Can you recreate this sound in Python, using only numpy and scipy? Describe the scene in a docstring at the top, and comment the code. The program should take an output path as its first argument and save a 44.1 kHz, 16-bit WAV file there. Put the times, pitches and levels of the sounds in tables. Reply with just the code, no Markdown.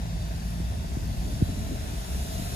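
"""A low exhaust drone over wind rumble comes first: a loaded diesel truck rounds a rural bend, to the left.
As it clears the trees, clatter, block tones and tyre hiss come forward; a thin whine then rises.
The engine is tones locked to the shaft plus a noise burst per firing; tyres and leaves are filtered noise.
A gliding boom, rough shudders, dull knocks and faint chirrs sit around it, over low noise for the wind."""
import sys
import numpy as np
from scipy import signal
from scipy.fft import rfft, irfft
from scipy.io import wavfile
from scipy.ndimage import map_coordinates

SR = 44100
rng = np.random.default_rng(int(sys.argv[2]) if len(sys.argv) > 2 else 0)


def dump(signal):
    """Clip the signal to [-1, 1] and save it as 16-bit WAV at the path in sys.argv[1]."""
    limited = np.clip(np.atleast_2d(signal).T, -1, 1)
    pcm = np.round(limited * 32767).astype(np.int16)
    wavfile.write(sys.argv[1], SR, pcm)


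N = 112454
T = np.arange(N) / SR

# The truck's place to the left: lag between ports, level between ports, share scattered by the trees
TRUCK_LAG_S, TRUCK_PAN_DB, SCATTER_DB = 0.00042, 5.5, -4
CLEARS_S, CLEARING_S = 1.58, 0.24  # when and how gradually the truck leaves the trees


def truck():
    """The engine's parts share one crankshaft; tyres run beside them, and the trees screen some parts."""
    turns = crankshaft()
    hidden = 1 - rise(CLEARS_S, CLEARING_S)
    low_tones = ports(exhaust(turns) + cargo_body(turns), TRUCK_LAG_S)
    engine_tones = ports(block(turns, hidden) + whine(), TRUCK_LAG_S, TRUCK_PAN_DB)
    return clatter(turns, hidden) + tyres(hidden) + low_tones + engine_tones


# Engine speed before a slight random drift (t/s, shaft f/Hz)
SHAFT_SPEED = [(0, 27.7), (.27, 27.35), (.55, 28.3), (.75, 27.8), (1.35, 28.1), (1.6, 28.3), (1.8, 29),
               (2.02, 29.4), (2.55, 29.4)]


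def crankshaft():
    """Shaft turns so far: the running sum of a slightly unsteady speed."""
    unsteady = 1 + 0.0011 * walk(2.6)
    return np.cumsum(curve(SHAFT_SPEED) * unsteady) / SR


# Overall level of the exhaust drone (t/s, level/dB)
DRONE_LEVEL = [(0, -40), (.3, -40), (.55, -38.5), (.75, -44.5), (1.3, -44.5), (1.7, -58.5), (2.55, -44)]
# Exhaust tones within the drone (multiple of the shaft, mean level/dB)
EXHAUST_TONES = [(4, -4), (6, -0.5), (8, -9.5)]


def exhaust(turns):
    """Exhaust pulses heard as wavering harmonics of the shaft."""
    return lines(turns, EXHAUST_TONES, waver_db=2.5, waver_hz=7.6) * undb(curve(DRONE_LEVEL))


# Regular strength of successive firings, before random scatter (level/dB)
CYLINDERS = [-0.69, 0.62, -1.4, -0.46]
# Colour of the clatter (f/Hz, relative level/dB per Hz)
CLATTER_COLOUR = [(200, -3), (360, -1.5), (480, -5), (590, 0.5), (660, 5.5), (760, 0.5), (1000, -5),
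                  (1450, -14.5), (1750, -7), (3500, -27), (7000, -72)]
FIRING_SCATTER_DB, FIRING_DECAY = 1.7, 2.7  # decay in firing intervals
CLATTER_DB, CLATTER_HIDDEN_DB = -45, -1.5


def clatter(turns, hidden):
    """Each firing, two per turn, restarts a decaying noise burst with its own strength."""
    firing = (2 * turns).astype(int)
    phase = 2 * turns % 1
    scatter = FIRING_SCATTER_DB * rng.standard_normal(N)[firing]
    size = undb(np.array(CYLINDERS)[firing % len(CYLINDERS)] + scatter)
    bursts = size * np.exp(-phase / FIRING_DECAY) * rng.standard_normal(N)
    direct = colour(bursts, CLATTER_COLOUR)
    placed = outdoors(direct, CLATTER_COLOUR, TRUCK_LAG_S, SCATTER_DB, TRUCK_PAN_DB)
    return placed * undb(CLATTER_DB + CLATTER_HIDDEN_DB * hidden)


# Engine block tones before the block's own level (multiple of the shaft, mean level/dB)
BLOCK_TONES = [(13, -4), (14, -7), (15, -6), (20, -6), (22, 1), (23, -5)]
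BLOCK_DB, BLOCK_HIDDEN_DB = -53.5, -10


def block(turns, hidden):
    """The engine block rings at higher shaft harmonics, muffled while the trees hide it."""
    level = undb(BLOCK_DB + BLOCK_HIDDEN_DB * hidden)
    return lines(turns, BLOCK_TONES, waver_db=2.5, waver_hz=5.1) * level


# A thin whine (t/s, f/Hz, level/dB)
WHINE_GLIDE = [(2.05, 702, -68), (2.18, 704, -53), (2.37, 712, -52.5), (2.55, 738, -53.5)]


def whine():
    """One sine swells in, then climbs in pitch."""
    return tone(WHINE_GLIDE)


# Cargo body hum at the top of its swell (multiple of the shaft, mean level/dB)
BODY_TONES = [(10, -47.5)]


def cargo_body(turns):
    """The cargo body hums briefly in step with the engine."""
    return lines(turns, BODY_TONES, waver_db=5, waver_hz=10) * swell(at_s=1.79, length_s=.16)


# Colour of tyres and rushing air (f/Hz, relative level/dB per Hz)
TYRE_COLOUR = [(900, 1), (1150, -5), (1500, 4), (1700, -2), (2300, -3), (2600, 2.5), (2950, -2), (3200, -2),
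               (3500, 2.5), (3950, 2.5), (4200, -3), (5300, -0.5), (7300, -4.5), (14000, -26.5)]
TYRES_DB, TYRES_HIDDEN_DB = -46, -3.5  # before the patchy flicker
TYRES_SCATTER_DB, TYRES_PAN_DB = 6, 4.5


def tyres(hidden):
    """Tyres and rushing air make a broad hiss, more scattered than direct."""
    hiss = outdoors(noise(TYRE_COLOUR), TYRE_COLOUR, TRUCK_LAG_S, TYRES_SCATTER_DB, TYRES_PAN_DB)
    return patchy(hiss * undb(TYRES_DB + TYRES_HIDDEN_DB * hidden))


# A deep boom that starts on the firing note, then wanders (t/s, f/Hz, level/dB before the throb)
BOOM_GLIDE = [(0, 55.5, -31.5), (.2, 52.33, -33.5), (.33, 57.8, -35.5), (.54, 55.24, -30.5),
              (.7, 64.27, -35), (.84, 79.8, -37.5), (.93, 69, -32.5), (1.02, 58.74, -35),
              (1.18, 51.18, -35), (1.32, 67.9, -38), (1.55, 60.92, -37), (1.85, 74.9, -37),
              (1.92, 56.7, -47), (1.98, 52.3, -25.5), (2.07, 56.7, -45), (2.15, 66.4, -29.5),
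              (2.35, 59.7, -40), (2.55, 66.6, -41)]
BOOM_LAG_S = 0.00082


def boom():
    """A deep gliding sine throbs at random at the bottom of the rumble."""
    throb = unit(undb(2.1 * walk(16)))
    return ports(tone(BOOM_GLIDE) * throb, BOOM_LAG_S)


# Colour of the shudder (f/Hz, relative level/dB per Hz)
SHUDDER_COLOUR = [(110, 4.5), (250, 4.5), (330, 0.5), (420, -3), (520, -15.5), (1000, -31), (2000, -53)]
# Surges of shaking (centre t/s, length of the swell/s, top level/dB)
SHUDDER_SURGES = [(.63, .03, -48), (.98, .07, -47), (1.28, .07, -41), (1.417, .006, -30),
                  (1.498, .005, -35), (1.6, .1, -45), (1.73, .024, -34)]


def shudder():
    """Short, rough low-middle noise surges, perhaps the load shaking."""
    surges = sum(undb(db) * swell(at, length) for at, length, db in SHUDDER_SURGES)
    return ports(noise(SHUDDER_COLOUR) * surges, TRUCK_LAG_S)


# Dull knocks (onset t/s, envelope peak level/dB)
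KNOCK_HITS = [(0.6, -24), (0.968, -21), (1.4195, -10.3), (1.724, -23), (1.934, -27), (2.394, -24)]
KNOCK_START_HZ, KNOCK_END_HZ, KNOCK_FALL_S = 390, 80, .0058
KNOCK_ATTACK_S, KNOCK_LAG_S = 0.0078, -0.00051  # onset to peak; the right port hears it first


def knocks():
    """Soft thuds close to the microphone; each drops at once from a hollow tap to a deep thump."""
    thuds = np.zeros(N)
    for at, db in KNOCK_HITS:
        age = np.maximum(T - at, 0)
        fall = np.exp(-(age / KNOCK_FALL_S) ** 2)
        hz = KNOCK_END_HZ + (KNOCK_START_HZ - KNOCK_END_HZ) * fall
        push = (age / KNOCK_ATTACK_S * np.exp(1 - age / KNOCK_ATTACK_S)) ** 2
        turns = np.cumsum(hz * (age > 0)) / SR
        thuds -= undb(db) * push * np.sin(2 * np.pi * turns)
    return ports(thuds, KNOCK_LAG_S)


# Colour of the foliage hiss (f/Hz, relative level/dB per Hz)
LEAF_COLOUR = [(1200, -7), (2500, 0.5), (4500, 2.5), (6500, 1.5), (8500, 4), (10500, 3), (12800, 3),
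               (14500, -5)]
# Level of the foliage before the patchy flicker (t/s, level/dB)
LEAF_LEVEL = [(0, -54), (.5, -50), (.85, -52.5), (1.25, -49), (1.6, -48), (1.92, -47.5), (2.15, -44),
              (2.55, -42.5)]
LEAVES_LAG_S, LEAVES_SCATTER_DB = -0.0002962, -11  # the right port hears it first


def leaves():
    """Foliage gives a fine, flickering hiss from the right that swells and ebbs."""
    hiss = outdoors(noise(LEAF_COLOUR), LEAF_COLOUR, LEAVES_LAG_S, LEAVES_SCATTER_DB)
    return patchy(hiss * undb(curve(LEAF_LEVEL)))


# Faint chirrs, perhaps an insect (centre t/s, level/dB of the swell)
CHIRR_SWELLS = [(.33, -56.5), (1.12, -60), (1.33, -62.5)]
CHIRR_HZ, CHIRR_WIDTH_HZ, CHIRR_LENGTH_S = 4580, 260, 0.26


def chirrs():
    """A high sine, roughened by fast random wandering into a narrow band, swells and fades."""
    rough = np.sin(2 * np.pi * CHIRR_HZ * T) * walk(CHIRR_WIDTH_HZ)
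    return rough * sum(undb(db) * swell(at, CHIRR_LENGTH_S) for at, db in CHIRR_SWELLS)


# Colour of the wind rumble (f/Hz, relative level/dB per Hz)
WIND_COLOUR = [(22, -34), (35, -0.5), (55, 1), (90, 0.5), (130, -5.5), (200, -8), (280, -18), (400, -32.5),
               (600, -32), (1200, -64.5)]
# Level of the rumble common to both ports (t/s, level/dB)
WIND_LEVEL = [(0, -35), (.23, -34), (.42, -35), (.56, -33.5), (.75, -33), (.98, -33), (1.16, -30),
              (1.34, -30), (1.55, -30), (1.74, -32.5), (1.91, -34), (2.07, -40), (2.15, -30.5), (2.27, -35),
              (2.4, -31.5), (2.55, -34)]
WIND_SIDE_DB = -11  # the part that differs between ports


def wind():
    """Wind buffets both ports nearly alike: shared low noise plus a weaker opposed part."""
    deep_cut = [(25, 0.013), (1000, 0)]  # practically flat, falling away below 25 Hz
    mid, side = (colour(noise(WIND_COLOUR), deep_cut) for _ in range(2))
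    return (mid + undb(WIND_SIDE_DB) * np.array([side, -side])) * undb(curve(WIND_LEVEL))


def undb(db):
    """Decibels to gain."""
    return 10 ** (np.asarray(db) / 20)


def curve(rows):
    """Straight lines in time through (t/s, value) rows."""
    return np.interp(T, *np.array(rows).T)


def unit(x):
    """Scale to rms 1."""
    return x / np.sqrt(np.mean(x ** 2))


def rise(at_s, over_s):
    """A smooth step from 0 to 1."""
    return .5 + .5 * np.tanh((T - at_s) / (2 * over_s))


def swell(at_s, length_s):
    """A smooth bell-shaped rise and fall, top 1."""
    return np.exp(-.5 * ((T - at_s) / length_s) ** 2)


def walk(hz):
    """Smooth random wandering with spread 1: noise softened above hz."""
    f = np.arange(N // 2 + 1) * SR / N
    return unit(irfft(rfft(rng.standard_normal(N)) / (1 + (f / hz) ** 2) ** 2, N))


def tone(rows):
    """A gliding sine along (t/s, f/Hz, level/dB) rows."""
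    at, hz, db = np.array(rows).T
    turns = np.cumsum(np.interp(T, at, hz)) / SR + rng.random()
    return np.sqrt(2) * undb(np.interp(T, at, db)) * np.sin(2 * np.pi * turns)


def lines(turns, orders, waver_db, waver_hz):
    """Sines locked to the crankshaft, each wavering in level on its own."""
    total = np.zeros(N)
    for k, db in orders:
        level = np.sqrt(2) * undb(db + waver_db * walk(waver_hz))
        total += level * np.sin(2 * np.pi * (round(k) * turns + rng.random()))
    return total


def colour(x, points):
    """Filter by (f/Hz, level/dB) points; rms 1, falling away below the first point."""
    hz, db = np.array(points).T
    f = np.maximum(np.arange(N // 2 + 1) * SR / N, 1)
    gain = undb(np.interp(np.log(f), np.log(hz), db))
    bass_fall = np.minimum(f / hz[0], 1) ** 2
    return unit(irfft(rfft(x) * gain * bass_fall, N))


def noise(points):
    """Coloured noise."""
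    return colour(rng.standard_normal(N), points)


def ports(x, lag_s, pan_db=0):
    """Two microphone ports; a positive lag reaches the left one first."""
    turn = np.exp(1j * np.pi * np.arange(N // 2 + 1) * SR / N * lag_s)
    left = irfft(rfft(x) * turn, N) * undb(pan_db / 2)
    right = irfft(rfft(x) / turn, N) * undb(-pan_db / 2)
    return np.array([left, right])


def outdoors(direct, points, lag_s, scatter_db, pan_db=0):
    """The direct sound plus the diffuse wash of the same colour that the trees scatter back."""
    wash = np.array([noise(points), noise(points)])
    return unit(ports(direct, lag_s, pan_db) + undb(scatter_db) * wash)


PATCHY_DB, PATCHY_HZ, PATCH_WIDTH_HZ = 2, 7.6, 170  # depth, softening rate, spacing of the bands


def patchy(x):
    """Moving air makes neighbouring narrow bands swell and fade apart."""
    f, t, z = signal.stft(x, SR, nperseg=1024)
    speed = np.fft.rfftfreq(len(t), t[1])
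    drift = rfft(rng.standard_normal((400, len(t)))) / (1 + (speed / PATCHY_HZ) ** 2) ** 2
    drift = unit(irfft(drift, len(t)))
    # blend between neighbouring bands so the level varies smoothly with frequency
    grid = np.meshgrid(f / PATCH_WIDTH_HZ, np.arange(len(t)), indexing="ij")
    db = PATCHY_DB * map_coordinates(drift, grid, order=1, mode="mirror")
    return signal.istft(z * undb(db), SR)[1][..., :N]


def scene():
    """The truck and the roadside, with the wind on the microphone."""
    return truck() + boom() + shudder() + knocks() + leaves() + chirrs() + wind()


LOW_CUT_HZ, TOP_HZ = 26, 14700


def record(dry):
    """The recorder cuts the deepest bass without phase shift, and the top steeply."""
    low_cut = signal.butter(3, LOW_CUT_HZ, "high", fs=SR, output="sos")
    lean = signal.sosfiltfilt(low_cut, dry, padtype="even", padlen=4000)
    top_cut = signal.ellip(8, .2, 80, TOP_HZ, fs=SR, output="sos")
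    return signal.sosfilt(top_cut, lean)


dry = scene()
out = record(dry)
dump(out)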